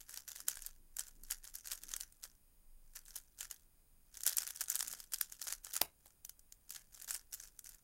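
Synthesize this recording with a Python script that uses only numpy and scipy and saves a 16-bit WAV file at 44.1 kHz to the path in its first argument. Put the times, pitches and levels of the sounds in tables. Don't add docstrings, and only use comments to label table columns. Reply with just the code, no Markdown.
import sys
import numpy as np
from scipy import signal
from scipy.fft import rfft, irfft, next_fast_len
from scipy.io import wavfile

SR = 44100
rng = np.random.default_rng(int(sys.argv[2]) if len(sys.argv) > 2 else 0)


def waveform_to_disk(signal):
    frames = np.transpose(np.atleast_2d(signal))
    scaled = np.clip(frames, -1, 1) * 32767
    samples = np.round(scaled).astype(np.int16)
    wavfile.write(sys.argv[1], SR, samples)


N = 345303
LEAD_S = 0.008


def amp(db):
    return 10 ** (np.asarray(db) / 20)


def unit(x):
    return x / np.sqrt(np.mean(x ** 2) + 1e-20)


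def along(points, hz):
    f, v = np.transpose(points)
    return np.interp(np.log(hz + 1), np.log(f), v)


def filtered(x, response):
    m = next_fast_len(len(x) + SR // 4)
    spectrum = rfft(x, m) * response(np.fft.rfftfreq(m, 1 / SR))
    return irfft(spectrum, m)[:len(x)]


def causal(gain):
    cepstrum = irfft(np.log(np.maximum(gain, 1e-6)))
    half = cepstrum.shape[-1] // 2
    cepstrum[..., 1:half] *= 2
    cepstrum[..., half + 1:] = 0
    return np.exp(rfft(cepstrum))


def hump(hz, centre_hz, width_hz):
    return 1 / (1 + (2 * (hz - centre_hz) / width_hz) ** 2)


def add(track, s, sound):
    start = int(np.clip(round(s * SR), 0, N - 1))
    track[start:start + len(sound)] += sound[:N - start]


def background(air_db=-67, whine_base_hz=825.65):
    # (frequency [Hz], relative level [dB])
    air_spectrum = [(10, -10.5), (25, 0.5), (40, -7), (65, -14.5), (130, -22), (250, -27), (450, -32.5),
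                    (1000, -36.5), (2500, -41.5), (6000, -42.5), (10000, -35), (14500, -35), (15700, -28.5),
                    (16000, -28.5)]
    # (multiple of the base pitch, rms level [dB])
    whine_tones = [(3, -99), (6, -94), (8, -94), (10, -92), (11, -84), (12, -98.5), (13, -92.5),
                   (14, -87.5), (15, -99), (17, -98), (19, -91)]
    t = np.arange(N) / SR
    air = unit(filtered(rng.standard_normal(N), lambda hz: amp(along(air_spectrum, hz))))
    whine = np.zeros(N)
    for multiple, db in whine_tones:
        cycles = multiple * whine_base_hz * t + rng.random()
        whine += amp(db) * np.sqrt(2) * np.sin(2 * np.pi * cycles)
    return amp(air_db) * air + whine


def handling(sway_hz=22.25, sway_t60=2.27, rise_s=0.028, brush_s=0.062, brush_hz=240, brush_width_hz=260):
    # (time [s], sway level [dB])
    nudge_times = [(0.548, -50), (1.168, -52), (1.842, -58), (2.64, -51.5)]
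    # (time of peak [s], level [dB])
    brush_times = [(.47, -75.5), (.83, -78.5), (1.2, -73), (1.88, -74.5), (4.3, -87), (4.9, -72.5)]
    t = np.arange(N) / SR
    track = np.zeros(N)
    sway_envelope = amp(-60 * t / sway_t60) * (1 - np.exp(-t / rise_s))
    sway = np.sin(2 * np.pi * sway_hz * t) * sway_envelope
    for s, db in nudge_times:
        add(track, s, amp(db) * sway)
    cloth = unit(filtered(rng.standard_normal(N), lambda hz: hump(hz, brush_hz, brush_width_hz)))
    strokes = sum(amp(db) * np.exp(-((t - s) / brush_s) ** 2) for s, db in brush_times)
    return track + cloth * strokes


def room(x, size=4096, delay_s=0.0045, build_s=0.0027, echo_db=5.0, echo_s=0.0012):
    # (frequency [Hz], t60 [s])
    wall_decay = [(150, 0.21), (1500, 0.19), (6000, 0.12), (15000, 0.11)]
    wet = np.zeros(N)
    for start in range(0, N, size):
        hz, t, z = signal.stft(rng.standard_normal(SR // 3), SR, nperseg=256)
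        decay = amp(-60 * t / along(wall_decay, hz)[:, None])
        tail = signal.istft(z * decay, SR)[1]
        t = np.arange(len(tail)) / SR
        unevenness = np.interp(t / echo_s, np.arange(len(t)), rng.standard_normal(len(t)))
        build = 1 - np.exp(-np.maximum(t - delay_s, 0) / build_s)
        tail = tail * amp(echo_db * unevenness) * build
        add(wet, start / SR, signal.fftconvolve(x[start:start + size], tail / np.linalg.norm(tail)))
    return wet


def contact(t, chatter, chatter_s, lead, lead_s, hit_s, press_s=0.00014):
    before, after = np.maximum(-t, 0), np.maximum(t, 0)
    blow = unit(rng.standard_normal(len(t)) * np.exp(-before / press_s - after / hit_s))
    loose = rng.standard_normal(len(t)) * np.sqrt(rng.exponential(size=len(t)))
    rattle = unit(loose * (t >= 0) * np.exp(-after / chatter_s))
    scrape = unit(loose * (t < 0) * np.exp(-before / lead_s))
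    return blow + chatter * rattle + lead * scrape


def blows(size=16384, keys_db=-11, keys_hz=850, keys_width_hz=1100, keys_t60=0.12):
    # (time [s], crack level [dB], thud level [dB])
    blow_times = [(5.816, -21.5, -37), (6.059, -54.5, -62.5)]
    # (frequency [Hz], level within the thud [dB], t60 [s])
    desk_modes = [(70.7, -20, .2), (155, -21.5, 0.146), (321, -10, 0.045), (580, -5.5, 0.033),
                  (688, 0, 0.024), (834, -6.5, 0.051), (1103, -12, 0.022), (1686, -10.5, 0.034)]
    # (frequency [Hz], relative gain [dB])
    shell_points = [(100, -22.5), (500, -7), (2700, -5.5), (4300, -0.5), (6500, -4), (12500, 1.5), (16000, -1.0)]
    track, hz = np.zeros(N), np.fft.rfftfreq(size, 1 / SR)
    early_s, span_s = 0.004, 0.004
    t = np.arange(size) / SR - early_s
    after = np.maximum(t, 0)
    shell = causal(amp(along(shell_points, hz)))
    for s, crack_db, thud_db in blow_times:
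        force = contact(t, chatter=0.66, chatter_s=0.0026, lead=0.47, lead_s=0.0018, hit_s=0.0012)
        crack = unit(irfft(rfft(force) * shell)) * np.sqrt(span_s * SR / size)
        thud = np.zeros(size)
        for f, db, t60 in desk_modes:
            thud += rng.choice([-1, 1]) * amp(db - 60 * after / t60) * np.sin(2 * np.pi * f * after)
        keys = unit(filtered(rng.standard_normal(size), lambda f: hump(f, keys_hz, keys_width_hz)))
        keys = keys * (t > 0) * amp(-60 * after / keys_t60)
        add(track, s - early_s, amp(crack_db) * crack + amp(thud_db) * (thud + amp(keys_db) * keys))
    return track


def effort(rise_db_per_s, fall_db_per_s):
    # (start [s], length [s], drive level [dB], before the gain of each sound it drives)
    turn_times = [(0, 0.017, -56.5), (0.081, 0.058, -53.5), (0.161, 0.035, -51), (0.284, 0.035, -50),
                  (0.35, 0.068, -55.5), (0.475, 0.039, -45.0), (0.552, 0.037, -56.5), (0.614, 0.068, -53.5),
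                  (0.991, 0.017, -48), (1.043, 0.057, -59), (1.247, 0.081, -62.5), (1.307, 0.016, -41),
                  (1.44, 0.054, -55.5), (1.542, 0.051, -55), (1.65, 0.055, -53), (1.707, 0.037, -43),
                  (1.82, 0.032, -56), (1.881, 0.06, -53), (1.999, 0.039, -53.5), (2.233, 0.021, -53),
                  (2.955, 0.012, -50), (3.07, 0.04, -56.5), (3.148, 0.03, -48), (3.387, 0.062, -51.5),
                  (3.511, 0.011, -49), (4.133, 0.12, -57.5), (4.255, 0.043, -39.5), (4.3, 0.041, -43.5),
                  (4.373, 0.074, -46.5), (4.468, 0.036, -46.5), (4.552, 0.055, -53), (4.611, 0.013, -40.5),
                  (4.696, 0.069, -44), (4.788, 0.029, -47), (4.846, 0.1, -50), (4.975, 0.061, -57),
                  (5.132, 0.012, -47), (5.187, 0.069, -55), (5.284, 0.074, -59.5), (5.398, 0.083, -53),
                  (5.471, 0.057, -43.5), (5.641, 0.068, -54), (5.738, 0.021, -38.5), (6.058, 0.011, -60),
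                  (6.709, 0.052, -49.5), (6.778, 0.036, -61.5), (6.928, 0.12, -59), (7.08, 0.031, -48.5),
                  (7.124, 0.029, -43.5), (7.333, 0.015, -47), (7.388, 0.092, -56.5), (7.651, 0.076, -55)]
    t = np.arange(N) / SR
    level_db = np.full(N, -140.0)
    for s, length, db in turn_times:
        rise_db = rise_db_per_s * np.maximum(s - t, 0)
        fall_db = fall_db_per_s * np.maximum(t - s - length, 0)
        level_db = np.maximum(level_db, db - rise_db - fall_db)
    return amp(level_db)


def cube_gain(hz, shift=1):
    # (frequency [Hz], relative gain [dB])
    plastic_points = [(60, -40.5), (300, -23.5), (700, -15), (1200, -12.5), (1450, -4.5), (1850, -7.5),
                      (2250, -10.5), (3900, -7.5), (5000, -2.5), (6700, 1), (9500, 0), (12000, -0.5),
                      (14000, -1), (16000, -6.5)]
    # (centre before the shift [Hz], width [Hz], added gain [dB])
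    cavity_modes = [(1664, 110, -3.5), (3077, 95, 0.5), (6550, 230, -20.5)]
    resonance = sum(amp(db) * hump(hz, c * shift, w) for c, w, db in cavity_modes)
    return amp(along(plastic_points, hz)) * (1 + resonance)


def sliding(size=1024, rasp_db=-6, catches_per_s=400, catch_s=0.00065, scatter_db=5, smooth=0.074,
            tilt_db_per_octave=-1.5, start_db_per_s=1700, stop_db_per_s=898.5):
    hz = np.fft.rfftfreq(size, 1 / SR)
    pace = np.repeat(rng.exponential(size=N // 64 + 1), 64)[:N]
    ridges = np.floor(np.cumsum(pace) * catches_per_s / SR)
    strength = amp(scatter_db * np.clip(rng.standard_normal(N), -2, 2))
    catches = (np.diff(ridges, prepend=0) > 0) * strength
    grip = unit(signal.lfilter([1], [1, -np.exp(-1 / (catch_s * SR))], catches)) + smooth
    tilt = amp(tilt_db_per_octave * np.log2(hz + 1))
    body = irfft(causal(cube_gain(hz) * tilt))
    rasp = unit(signal.fftconvolve(grip * rng.standard_normal(N), body)[:N])
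    return amp(rasp_db) * rasp * effort(start_db_per_s, stop_db_per_s)


def rattling(count=750, kinds=26, jitter=0.35, tick_db=-2, scatter_db=5, bright=-0.66, bright_spread=3,
             grip_db_per_s=1400, settle_db_per_s=452, regrip_db_per_s=263, idle_db=-75):
    voices = [clack(bright + bright_spread * z) for z in rng.standard_normal(kinds)]
    regrip = np.minimum(effort(regrip_db_per_s, regrip_db_per_s), amp(idle_db))
    force = effort(grip_db_per_s, settle_db_per_s) + regrip
    track = np.zeros(N)
    draws = rng.standard_normal((count, 2))
    pieces = rng.integers(kinds, size=count)
    for k, ((late, strength), piece) in enumerate(zip(draws, pieces)):
        at = int(np.clip((k + jitter * late) * N / count, 0, N - 1))
        level = force[at] * amp(tick_db + scatter_db * np.clip(strength, -2, 1.5))
        add(track, at / SR - LEAD_S, level * voices[piece])
    return track


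def clack(bright, size=2048, count=3, piece_hz=7800, piece_spread=0.346, piece_width_hz=600, piece_db=0,
          gap_spread=0.1, edge_hz=2200, span_s=0.004):
    hz, t = np.fft.rfftfreq(size, 1 / SR), np.arange(size) / SR - LEAD_S
    body = cube_gain(hz, np.exp(gap_spread * rng.standard_normal()))
    piece_centres = piece_hz * np.exp(piece_spread * rng.standard_normal(count))
    pieces = sum(hump(hz, centre, piece_width_hz) for centre in piece_centres)
    tilt = amp(bright * np.log2(np.maximum(hz / edge_hz, 1)))
    force = contact(t, chatter=0.76, chatter_s=0.0028, lead=0.35, lead_s=0.0018, hit_s=0.00031)
    sound = irfft(rfft(force) * causal(body * tilt * (1 + amp(piece_db) * pieces)))
    return unit(sound) * np.sqrt(span_s * SR / size)


def clacks(clack_db=0.5):
    # (time [s], level over 4 ms before the common gain clack_db [dB], brightness above 2200 Hz [dB per octave])
    clack_times = [(0.0945, -48.5, -3.5), (0.142, -44.5, -3.5), (0.1753, -42.0, -1.5),
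                   (0.2792, -47.0, -2.5), (0.2872, -43.5, 0.5), (0.3603, -45.5, -2), (0.4037, -44, -1.5),
                   (0.4844, -26.5, 0.5), (0.556, -46.5, 0.5), (0.5715, -46, -5), (0.622, -45, 1.5),
                   (0.6637, -38, 6), (0.9682, -39.0, 1.5), (0.9873, -42.5, -3), (0.994, -33.5, -1.5),
                   (1.007, -43.5, -4.5), (1.0833, -50.5, 2.0), (1.2361, -48.5, 5), (1.3101, -33, 2.5),
                   (1.3234, -42.5, -1), (1.476, -49, 0.0), (1.5546, -38.5, 3.5), (1.6596, -47.5, 0),
                   (1.673, -42.5, 0), (1.7169, -38, -3.5), (1.733, -41.5, 0), (1.8359, -44.5, -2),
                   (1.9169, -45.5, -3.5), (1.9382, -35, -4.0), (1.9648, -37.0, 0.5), (2.004, -46, 1),
                   (2.0097, -38.5, -1), (2.1246, -57, 2), (2.2387, -42.5, -2), (2.9602, -45.5, 5),
                   (2.9902, -50, 10), (3.0545, -58, 3), (3.1582, -41.5, 1.5), (3.1639, -40.5, -0.5),
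                   (3.186, -49, 8), (3.4087, -38, -2.5), (3.43, -45.5, -3), (3.453, -50.5, -5),
                   (3.5121, -40.0, -2), (4.172, -45.5, -3.5), (4.2071, -45.5, -1), (4.2354, -36, 1.5),
                   (4.2655, -26, -0.5), (4.2728, -36.5, -2.5), (4.277, -27, 1), (4.2827, -36, -1),
                   (4.2945, -34, 7), (4.331, -40, -1.5), (4.37, -28.5, 7.5), (4.384, -27, -0.5),
                   (4.42, -39, -0.5), (4.476, -39.0, -2.0), (4.507, -41, -1.5), (4.561, -44, 2),
                   (4.609, -33.5, 0.5), (4.6155, -35.5, -0.5), (4.684, -41.5, -2.5), (4.701, -28.5, 4.5),
                   (4.7556, -30.5, 3.5), (4.762, -39.5, -2), (4.7927, -35.5, -2.5), (4.8074, -33, -3),
                   (4.8274, -35, 0.0), (4.8807, -38, 3.5), (4.914, -42.5, 1), (4.9285, -40.5, 1.5),
                   (5.0026, -43.5, 1.5), (5.122, -45.5, 0), (5.1366, -32, 0.5), (5.143, -34.5, 1.5),
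                   (5.186, -46, 2.5), (5.2122, -27.5, 0.5), (5.3228, -44, 0), (5.4168, -39, -1.5),
                   (5.426, -42, 1), (5.441, -44.5, 7), (5.4751, -43.5, -1.5), (5.5254, -35.5, -2.5),
                   (5.6477, -43, -2), (5.7362, -39.5, 4.5), (5.7653, -31, -1.0), (6.25, -42, 2.5),
                   (6.2948, -44, 0), (6.394, -56, 3.5), (6.524, -48.5, 1.0), (6.6949, -50.5, 0.5),
                   (6.706, -41.5, 2.0), (6.7224, -47, 5), (6.7639, -46.5, -6), (7.0218, -45.5, 3.5),
                   (7.045, -43.5, 12), (7.0912, -44.5, -3), (7.1081, -33.5, -1.5), (7.1462, -38, 0.5),
                   (7.152, -44.5, -4), (7.3305, -42.5, 0), (7.3405, -40, 6), (7.401, -45.5, -1.5),
                   (7.5921, -45, 1.0), (7.6443, -50.5, 4.0), (7.6922, -48, 1.0), (7.7478, -54.5, 6)]
    track = np.zeros(N)
    for s, db, bright in clack_times:
        add(track, s - LEAD_S, amp(db + clack_db) * clack(bright))
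    return track


def scene():
    turning = sliding() + rattling()
    direct = turning + clacks() + blows()
    outward = turning + clacks() + blows()
    return (direct + amp(-15.0) * room(outward) + handling() + background())[None]


def record(dry, top_hz=15900):
    return filtered(dry[0], lambda hz: 1 / np.sqrt(1 + (hz / top_hz) ** 300))[None]


dry = scene()
out = record(dry)
waveform_to_disk(out)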